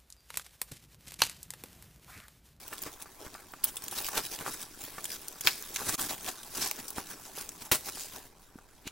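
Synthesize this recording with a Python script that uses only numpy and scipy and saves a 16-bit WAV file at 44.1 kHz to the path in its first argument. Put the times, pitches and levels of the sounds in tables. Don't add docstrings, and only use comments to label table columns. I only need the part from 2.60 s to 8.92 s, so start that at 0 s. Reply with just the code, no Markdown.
import sys
import numpy as np
from scipy import signal
from scipy.fft import rfft, irfft, next_fast_len
from scipy.io import wavfile
from scipy.ndimage import uniform_filter1d

SR = 44100
rng = np.random.default_rng(int(sys.argv[2]) if len(sys.argv) > 2 else 0)


def output_pcm(signal):
    pcm = np.clip(np.atleast_2d(signal).T, -1, 1) * 32767
    wavfile.write(sys.argv[1], SR, np.round(pcm).astype(np.int16))


N = 278535
TIME = np.arange(N) / SR


def amp(db):
    return 10 ** (np.asarray(db) / 20)


def unit(x):
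    return x / np.sqrt(np.mean(x ** 2) + 1e-20)


def read(points, hz):
    f, value = np.transpose(points)
    return np.interp(np.log(hz + 1), np.log(f + 1), value)


def add(mix, start_s, sound):
    part = mix[:, round(start_s * SR):][:, :sound.shape[1]]
    part += sound[:, :part.shape[1]]


# [f/Hz, side re mid/dB at narrow = 1]
SIDE_LEVEL = [(100, -15), (1000, -9), (2500, -16), (5000, -7), (9000, -4.5), (15000, -2.5)]


def noise(colour, size, tilt_db=0, narrow=1, lumps_db=0):
    hz = np.fft.rfftfreq(size, 1 / SR)
    centres_hz = np.geomspace(150, 16000, num=34)
    lumps = read(np.column_stack([centres_hz, rng.standard_normal(len(centres_hz))]), hz)
    shape_db = read(colour, hz) + tilt_db * np.log2(hz + 1) + lumps_db * lumps
    mid, side = rfft(rng.standard_normal((2, size))) * amp(shape_db)
    side = side * amp(narrow * read(SIDE_LEVEL, hz))
    return unit(irfft([mid + side, mid - side], size))


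def burst(colour, decay_s, size=4096, tilt_db=0, narrow=1, lumps_db=0):
    t = np.arange(size) / SR
    shape = np.exp(-t / decay_s) * (1 - np.exp(-t / .0001))
    shape_rms = np.sqrt(np.mean(shape ** 2))
    return unit(noise(colour, size, tilt_db, narrow, lumps_db) * shape) * shape_rms


# [f/Hz, relative density/dB]
HUSH_COLOUR = [(25, 2), (50, -5), (80, -6), (180, -12), (400, -17), (1000, -24), (2500, -28), (6000, -32),
               (10000, -36), (16000, -40)]


def hush(level_db=-62):
    return amp(level_db) * noise(HUSH_COLOUR, size=next_fast_len(N), narrow=.6)[:, :N]


# [f/Hz, t60/s]
ROOM_T60 = [(150, 1), (600, 0.53), (2500, 0.35), (8000, 0.72), (16000, 0.48)]


def room(x, near_db=-11, near_decay_s=0.0075, tail_db=-17):
    flat = [(20, 0), (20000, 0)]
    hz, t, z = signal.stft(noise(flat, size=16384), SR, nperseg=256)
    decay_db = -60 * t / read(ROOM_T60, hz)[:, None]
    tail = signal.istft(z * amp(decay_db), SR, nperseg=256)[1]
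    near = burst(flat, near_decay_s, size=tail.shape[1])
    echo = amp(near_db) * near / np.linalg.norm(near[0])
    echo = echo + amp(tail_db) * tail / np.linalg.norm(tail[0])
    delayed = np.pad(echo, ((0, 0), (SR // 1000, 0)))
    return signal.fftconvolve(x.mean(0)[None], delayed, axes=1)[:, :N]


# [t/s, level/dB, f/Hz, time to envelope peak/s]
HAND_BUMPS = [(0.266, -44.5, 316, 0.0045), (4.193, -41, 206, 0.001), (4.383, -31, 297, 0.00067),
              (5.118, -27.5, 90, 0.0024), (5.120, -26.5, 350, 0.0028), (5.956, -38.5, 237, 0.0019),
              (6.255, -45.5, 276, 0.0028), (6.269, -32.5, 210, 0.00084)]


def bumps(size=6000):
    out, t = np.zeros((2, N)), np.arange(size) / SR
    for start_s, db, hz, peak_s in HAND_BUMPS:
        envelope = t / peak_s * np.exp(1 - t / peak_s)
        push = amp(db) * envelope * np.sin(2 * np.pi * hz * t)
        add(out, start_s, np.array([push, push]))
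    return out


# [f/Hz, relative level/dB, t60/s]
SHELL_MODES = [(360, -23, 0.12), (550, 1, 0.027), (768, -3.5, 0.022), (895, -5, 0.024), (1184, -1.5, 0.036),
               (1354, -3, 0.026), (1750, -7, 0.11), (2236, -6.5, 0.1), (2310, -56, .08), (2750, 0, 0.067),
               (4140, -19, .09), (5100, -6, 0.054)]


def shell_ring(size):
    hz, db, t60_s = np.transpose(SHELL_MODES)[:, :, None]
    t = np.arange(size) / SR
    return hz, amp(db - 60 * t / t60_s) * np.sin(2 * np.pi * hz * t)


# [f/Hz, relative density/dB]
CASE_COLOUR = [(60, -2.5), (150, -2.5), (330, -2), (500, 1), (800, -3), (1200, 0.5), (1800, -6),
               (3000, -12), (6000, -11), (16000, -17)]
CASE_KNOCKS = [(0.128, -31.5, 1600, 0.0055), (0.267, -43, 1380, 0.0033), (.458, -41.5, 1000, 0.0083),
               (0.75, -34.5, 1240, .004), (0.937, -32, 1070, 0.0032), (1.325, -33.5, 875, 0.0075),
               (1.485, -28.5, 1250, 0.0072), (1.545, -31, 990, 0.0036), (1.863, -22.5, 1240, 0.0016),
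               (1.878, -28.5, 910, 0.011), (2.28, -40, 497, 0.011), (2.382, -30, 1160, 0.0094),
               (2.758, -42, 1000, 0.0038), (3.217, -32, 775, 0.0076), (3.392, -29, 1110, 0.0091),
               (3.969, -44, 900, 0.012), (4.195, -51, 700, 0.0073), (4.383, -23.5, 930, 0.0029),
               (4.778, -36.5, 630, 0.027), (5.287, -33, 1260, 0.0065), (5.373, -35.5, 1000, 0.0055),
               (5.9868, -41.5, 930, 0.003)]


def knocks(trim_db=-1, spread_octaves=0.6, scuff_db=-10, contact_s=0.00028, size=6000):
    out, t = np.zeros((2, N)), np.arange(size) / SR
    mode_hz, modes = shell_ring(size)
    for start_s, db, hz, decay_s in CASE_KNOCKS:
        share = np.exp(-np.square(np.log2(mode_hz / hz) / spread_octaves) / 2)
        contact = 1 - np.exp(-np.square(t / contact_s))
        damping = np.exp(-t / (2 * decay_s))
        ring = contact * damping * (share * modes).sum(0) / np.linalg.norm(share)
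        scuff = amp(scuff_db) * burst(CASE_COLOUR, decay_s, size=size)
        add(out, start_s, amp(db + trim_db) * (2 * ring + scuff))
    return out


# [f/Hz, relative density/dB]
SHELL_COLOUR = [(80, -56), (400, -64), (800, -9), (1500, -4.5), (2300, 0), (3500, -3), (5500, -7),
                (8000, -11.5), (16000, -11.5)]
# [t/s, level/dB before trim, tick decay/s, rattle re tick/dB, rattle decay/s,
# tilt/(dB/octave), case body re tick/dB, factor on side dB]
SHELL_CRACKS = [(2.8725, -7.5, 0.0013, -13.5, 0.011, -1.5, -32.5, 0.4),
                (5.115, -23, 0.0009, 1.5, 0.014, 2.5, -5.5, 3.6),
                (5.1191, -13.5, 0.0012, -7.5, 0.02, 4.5, -13, 2.7)]


def cracks(trim_db=2, ring_db=-27, body_decay_s=0.014, size=8192):
    out = np.zeros((2, N))
    ring = amp(ring_db) * shell_ring(size)[1].sum(0)
    for start_s, db, decay_s, rattle_db, rattle_decay_s, tilt_db, body_db, narrow in SHELL_CRACKS:
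        tick = burst(SHELL_COLOUR, decay_s, size, tilt_db, narrow)
        rattle = amp(rattle_db) * burst(SHELL_COLOUR, rattle_decay_s, size, tilt_db, narrow)
        thump = amp(body_db) * burst(CASE_COLOUR, body_decay_s, size, narrow=narrow)
        add(out, start_s, amp(db + trim_db) * (tick + rattle + thump + ring))
    return out


# [f/Hz, relative density/dB]
FILM_COLOUR = [(200, -34), (1000, -26), (2000, -2.5), (3200, 0), (5000, 0), (7000, 0.5), (10000, -0.5),
               (13000, -3.5), (16000, -2)]
# [t/s, level/dB before trim, decay/s, tilt/(dB/octave)]
FILM_SNAPS = [(0.079, -33.5, 0.0048, 3), (0.132, -28, 0.0066, 25), (.181, -29.5, 0.0025, 1.5),
              (.19, -33, 0.0008, 3), (.219, -32, 0.0038, 6), (.226, -24, 0.0011, 7), (.236, -25, .0009, 2),
              (.4235, -27, .001, 10), (.666, -36.5, 0.0017, -11), (.742, -39.5, 0.0021, -5),
              (.921, -32.5, 0.0036, 18), (1.038, -30, 0.0051, -3.5), (1.0412, -12, 0.0056, 15),
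              (1.1585, -21.5, 0.0013, 12), (1.168, -29, 0.0062, 3.5), (1.2217, -27.5, 0.0019, 4.5),
              (1.239, -29, .0035, 4), (1.282, -23, 0.0017, 1.5), (1.312, -34.5, 0.013, 4),
              (1.451, -36, 0.0033, -4), (1.487, -23.5, 0.0024, 2), (1.789, -33.5, 0.0017, -5.5),
              (1.939, -26, .001, 5), (2.4423, -21, 0.0021, 7), (2.454, -28.5, 0.0039, 0),
              (2.6165, -35, 0.0021, 7), (2.6822, -27, 0.0028, 9), (2.809, -27, 0.0044, 2.5),
              (2.955, -33, .003, 9), (3.0246, -29, 0.0014, 5.5), (3.16, -25.5, 0.0051, -2.5),
              (3.294, -20, 0.0043, 2), (3.494, -32, 0.0027, -1.5), (3.58, -37.5, 0.0021, -2),
              (3.832, -39, 0.0038, 0), (4.075, -26, 0.0024, 5), (4.1126, -18, 0.00098, -0.5),
              (4.281, -33, 0.006, 4), (4.304, -27.5, 0.0028, 4.5), (4.891, -28.5, 0.0017, 1.5),
              (5.209, -32.5, 0.00082, 2.5), (6.276, -29.5, 0.0013, -4)]


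def snaps(trim_db=2, body_decay_s=0.0022, body_db=-14, body_db_per_tilt=-0.91):
    out = np.zeros((2, N))
    for start_s, db, decay_s, tilt_db in FILM_SNAPS:
        tick = burst(FILM_COLOUR, decay_s, tilt_db=tilt_db, lumps_db=5.5)
        body_gain = amp(body_db + body_db_per_tilt * max(tilt_db, 0))
        body = body_gain * burst(CASE_COLOUR, body_decay_s)
        add(out, start_s, amp(db + trim_db) * (tick + body))
    return out


# [peak t/s, level/dB, rise/s, fall/s, case body re film/dB, fold ring f/Hz]
FOLD_CRUMPLES = [(0.265, -44.5, .005, 0.018, 6, 1580), (1.051, -36, 0.0086, 0.0051, -8, 2880),
                 (1.383, -33, 0.013, 0.0076, -11.5, 4000), (1.58, -27.5, 0.011, 0.012, 0.5, 2480),
                 (2.857, -29, 0.011, 0.045, -9.5, 4450), (3.295, -27, 0.023, 0.011, -5, 5860),
                 (3.344, -32.5, 0.008, .005, -1.5, 4530), (3.411, -34.5, 0.031, 0.039, -10.5, 7000),
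                 (3.688, -38, 0.0093, 0.0094, 5.5, 5230), (4.022, -27, 0.0091, 0.035, -10.5, 5460),
                 (5.15, -25, .007, .011, -9.5, 7550), (5.41, -38.5, 0.039, 0.034, -23, 4860),
                 (6.278, -39.5, 0.011, 0.0097, -16, 2360)]


def crumples(skirt_db=-8, buckles_per_s=2200, buckle_decay_s=.0008, size=16384):
    out, t = np.zeros((2, N)), (np.arange(size) - size / 2) / SR
    for peak_s, db, rise_s, fall_s, body_db, hz in FOLD_CRUMPLES:
        fold = [(hz / 10, 3 * skirt_db), (hz / 1.07, skirt_db), (hz, 0),
                (hz * 0.87, 0.29 * skirt_db), (hz * 5, 2 * skirt_db)]
        sizes = amp(3.5 * rng.standard_normal(size))
        buckles = (rng.random(size) < buckles_per_s / SR) * sizes
        grains = unit(signal.lfilter([1], [1, -np.exp(-1 / (buckle_decay_s * SR))], buckles))
        surge = amp(db) * np.exp(-np.abs(t) / np.where(t < 0, rise_s, fall_s))
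        film = grains * noise(fold, size, lumps_db=3)
        body = amp(body_db) * noise(CASE_COLOUR, size, lumps_db=3)
        add(out, peak_s + t[0], surge * (film + body))
    return out


def flex(x, depth_db):
    z = signal.stft(x, SR, nperseg=512)[2]
    patches = uniform_filter1d(rng.standard_normal(z.shape[1:]), size=6, axis=0)
    patches = unit(uniform_filter1d(patches, size=6, axis=1))
    return signal.istft(z * amp(depth_db * patches), SR, nperseg=512)[1][:, :N]


def crackle(colour, per_s, spread_db, decay_s, variety_db, creases=20):
    out = np.zeros((2, N))
    knots_s = np.linspace(0, N / SR, num=280)
    for _ in range(creases):
        ring = burst(colour, decay_s, size=1024, tilt_db=variety_db * rng.standard_normal())
        spell = np.interp(TIME, knots_s, rng.standard_normal(len(knots_s)))
        at = np.flatnonzero(rng.random(N) < per_s / creases / SR)
        sizes_db = spread_db * np.minimum(rng.standard_exponential(N)[at], 4) + 1.56 * spell[at]
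        clicks = np.zeros(N)
        clicks[at] = amp(sizes_db) * (-1) ** at
        out += signal.oaconvolve(clicks[None], ring, axes=1)[:, :N]
    out = flex(out, depth_db=3)
    power = uniform_filter1d((out ** 2).mean(0), size=1800)
    return out / np.sqrt(np.abs(power) + 1e-9)


def swell(t, peak_s, length_s, rise_share=.48, roundness=2.05):
    width_s = length_s * np.where(t < peak_s, rise_share, 1 - rise_share)
    return np.exp(-np.minimum(np.abs(t - peak_s) / width_s, 10) ** roundness)


# [t/s, crinkling level/dB before trim and wander]
HAND_GRIP = [(0.0, -49), (0.21, -52.5), (0.44, -60), (1.07, -59.5), (1.25, -50), (1.48, -55), (2.13, -53.5),
             (2.41, -47.5), (2.73, -53), (3.32, -41), (3.75, -50), (4.1, -48), (4.96, -54), (5.36, -67),
             (5.73, -74.5), (6.32, -71.5)]
# [peak t/s, level/dB, length/s, case rubbing re film/dB before trim]
FINGER_STROKES = [(0.134, -50.5, 0.028, 4), (0.243, -46, 0.03, -5), (0.333, -47, 0.025, -12),
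                  (0.418, -45.5, 0.028, -9.5), (0.614, -56.5, 0.031, 9), (0.66, -54.5, 0.038, 7),
                  (0.772, -68, 0.1, 13), (1.081, -37.5, 0.028, -9.5), (1.254, -50.5, 0.044, -2),
                  (1.338, -40, 0.042, -9), (1.396, -35.5, 0.068, -9.5), (1.464, -33.5, 0.039, -25),
                  (1.559, -35.5, 0.072, -6), (1.653, -35, 0.036, -15), (1.733, -37.5, 0.049, -9),
                  (1.811, -47.5, 0.041, 6), (1.878, -41, 0.041, 1), (1.935, -40, 0.057, -9),
                  (2.016, -39, 0.038, -11.5), (2.238, -41, 0.061, -10.5), (2.523, -37, 0.055, -15.5),
                  (2.97, -43.5, 0.054, -18), (3.157, -38, 0.032, -15), (3.208, -41.5, 0.048, 0),
                  (3.347, -33.5, .05, -14), (3.427, -35.5, 0.074, -6), (3.514, -35, 0.042, -5),
                  (3.674, -37, 0.062, -10), (3.981, -35.5, 0.066, -6.5), (4.06, -35.5, 0.032, -7),
                  (4.196, -42, 0.016, 2.5), (4.385, -41, 0.036, -0.5), (4.514, -43.5, 0.044, -3),
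                  (4.658, -50.5, .06, -7), (4.801, -38.5, 0.068, -10), (5.02, -42.5, 0.02, -4.5),
                  (5.057, -44.5, 0.028, -8), (5.275, -36, 0.039, -9.5), (5.39, -43.5, 0.2, -11),
                  (5.56, -46, 0.062, -2.5), (5.646, -54, 0.057, -2.5), (5.836, -60.5, 0.064, -17.5)]


def wrap(wander_db=1, grip_trim_db=.5, rub_trim_db=1, rub_db=-55, rub_at_grip_db=-55.5, rub_follow=0.37):
    t = TIME[::32]
    grip_db = np.interp(t, *np.transpose(HAND_GRIP))
    wander = unit(uniform_filter1d(rng.standard_normal(len(t)), size=60))
    grip_db = grip_db + wander_db * wander
    film_power = amp(grip_db + grip_trim_db) ** 2
    case_power = amp(rub_db + rub_follow * (grip_db - rub_at_grip_db)) ** 2
    for peak_s, db, length_s, stroke_rub_db in FINGER_STROKES:
        power = amp(db) ** 2 * swell(t, peak_s, length_s)
        film_power = film_power + power
        case_power = case_power + power * amp(stroke_rub_db + rub_trim_db) ** 2
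    bright = crackle(FILM_COLOUR, per_s=2300, spread_db=4.3, decay_s=.0009, variety_db=2.1)
    dull = crackle(CASE_COLOUR, per_s=900, spread_db=1.0, decay_s=0.0019, variety_db=0.95)
    film = np.interp(TIME, t, np.sqrt(film_power)) * bright
    rustle = np.interp(TIME, t, np.sqrt(case_power)) * dull
    return film + rustle


def scene():
    close = bumps() + knocks() + cracks() + snaps() + crumples() + wrap()
    return hush() + room(close) + close


def record(dry, dip_s=3.368, dip_half_width_s=0.012, dip_db=-19, edge_hz=16000):
    dip = np.exp(-((TIME - dip_s) / dip_half_width_s) ** 4)
    dipped = dry * amp(dip_db * dip)
    low_pass = signal.firwin(511, edge_hz, window=("kaiser", 9), fs=SR)
    return signal.oaconvolve(dipped, low_pass[None], "same")


dry = scene()
out = record(dry)
output_pcm(out)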